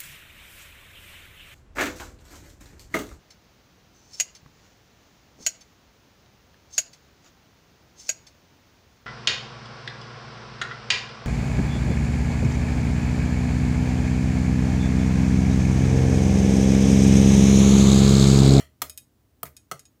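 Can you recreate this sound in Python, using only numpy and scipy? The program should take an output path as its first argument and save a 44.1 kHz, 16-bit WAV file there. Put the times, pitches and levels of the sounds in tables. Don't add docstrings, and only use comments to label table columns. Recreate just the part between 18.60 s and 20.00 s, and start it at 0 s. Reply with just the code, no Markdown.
import sys
import numpy as np
from scipy import signal
from scipy.fft import rfft, irfft, next_fast_len
from scipy.io import wavfile

SR = 44100
rng = np.random.default_rng(int(sys.argv[2]) if len(sys.argv) > 2 else 0)


def master(y):
    cut = np.clip(np.atleast_2d(y).T, -1, 1)
    pcm = np.round(cut * 32767)
    wavfile.write(sys.argv[1], SR, pcm.astype(np.int16))


N = 61739
LEAD, RING = SR // 10, SR * 3 // 5

# frequency in Hz, level in dB.
HUSH_COLOUR = [(25, -26), (55, 2), (80, 1), (120, 3), (160, -8), (280, -2.5), (400, -11), (600, -17),
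               (850, -19.5), (2200, -26.5), (12200, -32), (15500, -24.5), (16000, -49.5)]
ECHO_COLOUR = [(100, -4.5), (500, 6), (1300, 0.5), (3000, -2), (8000, 0), (15000, 1)]
# frequency in Hz, fade time in seconds.
ECHO_FADES = [(100, 0.4), (600, 0.14), (2000, 0.22), (6000, 0.21), (15000, 0.18)]
# start in seconds, level in dB.
RATTLE_EVENTS = [(.854, -41), (0.865, -47)]
# start in seconds, level in dB, treble tilt in dB per octave, hardness in dB.
CLICK_EVENTS = [(0.2967, -34.5, -1.5, -7), (0.3755, -33.5, 0, -8.5), (0.854, -46, -10, -19),
                (0.9664, -40.5, -6.5, -5.5), (1.1938, -43.5, -6.5, -4.5), (1.2536, -45.5, -19.5, -11.5)]
# pitches in Hz, then their levels in dB.
STICK_PITCHES = [1680, 2498, 3130, 3780, 4990, 5185, 6610, 6686, 8335, 8520, 10100, 10280, 12295, 14450,
                 14630]
STICK_LEVELS = [-24, -13.5, -17.5, -10, -9, -8.5, -24, 2, -1, -1.5, -4.5, 2, 1.5, 2.5, -11]
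# start in seconds, then levels in dB of hollow note, clack, snap and table thud.
KNOCK_EVENTS = [(-.022, -21, -23.5, -32.5, -46), (0.2185, -18.5, -19.5, -24, -45),
                (0.8312, -21.5, -38.5, -28.5, -50), (1.1137, -16, -27.5, -47.5, -47)]
SECOND_TIP_DELAYS = [.003, .00315, 0, .00546]
# frequency in Hz, level in dB.
RATTLE_COLOUR = [(400, -7), (900, -13), (1300, -9), (2200, -6), (2800, -14), (4500, -18), (7000, -17),
                 (15000, -15)]
CONTACT_COLOUR = [(600, -36), (1700, 0), (3000, 3), (7000, 9.5), (9000, 2.5), (11500, -1), (15500, -24)]
CLACK_COLOUR = [(200, -27), (500, -12.5), (830, -3), (1300, -1.5), (2050, 3), (2550, -2.5), (3150, 4.5),
                (3700, -11), (4300, -2), (5300, -4.5), (7200, -4), (10000, -6), (16000, -9.5)]
SNAP_COLOUR = [(1000, -36), (4500, -27.5), (7300, -24.5), (8800, 0), (9700, -13.5), (10600, 1.5),
               (11300, -3), (12400, -0.5), (13300, 1.5), (14600, 6.5), (16000, -12)]
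# pitch in Hz, level in dB, fade time in seconds.
TIP_NOTES = [(2105, -3, 0.022), (3275, -7, 0.029), (4270, 0, 0.012), (7100, -9, 0.024)]
HOLLOW_NOTES = [(436, -12, 0.028), (685, -7, 0.026), (1256, 6.5, 0.012), (1447, -24, 0.0067)]
TABLETOP_NOTES = [(137.8, 4.5, 0.25), (164.5, 11, 0.076), (204, -0.5, 0.058), (269.9, 0.5, 0.13),
                  (346, -6.5, .06), (436, -18, 0.11), (467, -13.5, 0.39), (559, -6, 0.2), (619, -11, 0.36)]
SWAY_NOTES = [(75.4, -2, .42)]


def amp(db):
    return 10 ** (np.asarray(db) / 20)


def along(points, hz):
    freqs, values = np.transpose(points)
    return np.interp(np.log(hz + 1), np.log(freqs + 1), values)


def fade(fade_s):
    return np.exp(-np.log(1000) * np.arange(RING) / SR / fade_s)


def noise(colour, size=RING):
    gain = amp(along(colour, np.fft.rfftfreq(size, 1 / SR)))
    x = irfft(rfft(rng.standard_normal(size)) * gain, size)
    return x / x.std()


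def delayed(x, seconds):
    return np.pad(x, (int(seconds * SR), 0))[:RING]


def ring(notes, attack_s, lag_cycles=0):
    t, x = np.arange(RING) / SR, np.zeros(RING)
    for hz, db, fade_s in notes:
        note = fade(fade_s) * np.sin(2 * np.pi * hz * t) * (1 - np.exp(-t / attack_s))
        strength = amp(db + rng.standard_normal())
        x += strength * delayed(note, lag_cycles / hz)
    return x


def placed(sounds):
    track = np.zeros(LEAD + N + RING)
    for start, x in sounds:
        track[LEAD + round(start * SR):][:RING] += x
    return track[LEAD:][:N]


def room_hush():
    return amp(-64.5) * noise(HUSH_COLOUR, N)


def in_room(x, echo_db=-10):
    hz, t, spectrum = signal.stft(rng.standard_normal(RING), SR, nperseg=256)
    spectrum *= amp(along(ECHO_COLOUR, hz))[:, None]
    spectrum *= np.exp(-np.log(1000) * t / along(ECHO_FADES, hz)[:, None])
    tail = signal.istft(spectrum, SR, nperseg=256)[1]
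    tail = np.pad(tail, (int(.004 * SR), 0))
    return x + amp(echo_db) * signal.fftconvolve(x, tail / np.linalg.norm(tail))[:RING]


def rattle(level_db):
    return amp(level_db) * in_room(noise(RATTLE_COLOUR) * fade(0.088))


def sticks_ring(tilt_db, middle_fade_s):
    pitch_ratio = np.array(STICK_PITCHES) / np.median(STICK_PITCHES)
    levels = STICK_LEVELS + tilt_db * np.log2(np.maximum(pitch_ratio, 1))
    fades = middle_fade_s / pitch_ratio ** 0.6
    return ring(zip(STICK_PITCHES, levels, fades), attack_s=.0002)


def click(level_db, tilt_db, hardness_db):
    contact = amp(hardness_db) * noise(CONTACT_COLOUR) * fade(.05)
    gripped = sticks_ring(tilt_db, 0.053)
    free = amp(-18) * sticks_ring(tilt_db, 0.093)
    return amp(level_db) * in_room(contact + amp(-6.5) * (gripped + free), echo_db=-10.5)


def knock(gap_s, hollow_db, clack_db, snap_db, thud_db):
    lag_cycles = 0.61
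    tip_ring = amp(-3) * ring(TIP_NOTES, attack_s=.0002)
    clack = amp(clack_db) * (noise(CLACK_COLOUR) * fade(.027) + tip_ring)
    snap = amp(snap_db) * noise(SNAP_COLOUR) * fade(.027)
    hollow = amp(hollow_db) * ring(HOLLOW_NOTES, .003, lag_cycles)
    hum = ring(TABLETOP_NOTES, .003, lag_cycles)
    sway = ring(SWAY_NOTES, .02, lag_cycles)
    thud = amp(thud_db) * (hum + sway)
    first_tip = in_room(clack + snap + hollow) + thud
    second_tip = in_room(clack + snap + hollow) + thud
    return first_tip + amp(-3) * delayed(second_tip, gap_s)


def scene():
    knocks = placed((start, knock(gap_s, *levels))
                    for (start, *levels), gap_s in zip(KNOCK_EVENTS, SECOND_TIP_DELAYS))
    rattles = placed((start, rattle(db)) for start, db in RATTLE_EVENTS)
    clicks = placed((start, click(*settings)) for start, *settings in CLICK_EVENTS)
    return (room_hush() + rattles + clicks + knocks)[None]


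def record(dry):
    low_cut_hz, edge_hz, top_hz = 40, 15700, 17100
    dry = signal.sosfilt(signal.butter(4, low_cut_hz, btype="high", fs=SR, output="sos"), dry)
    size = next_fast_len(N + RING)
    hz = np.fft.rfftfreq(size, 1 / SR)
    treble_db = -50 * np.interp(hz, [edge_hz, top_hz], [0, 1]) ** 2
    gain = amp(treble_db) * (hz < top_hz)
    return irfft(rfft(dry, size) * gain, size)[:, :N]


dry = scene()
out = record(dry)
master(out)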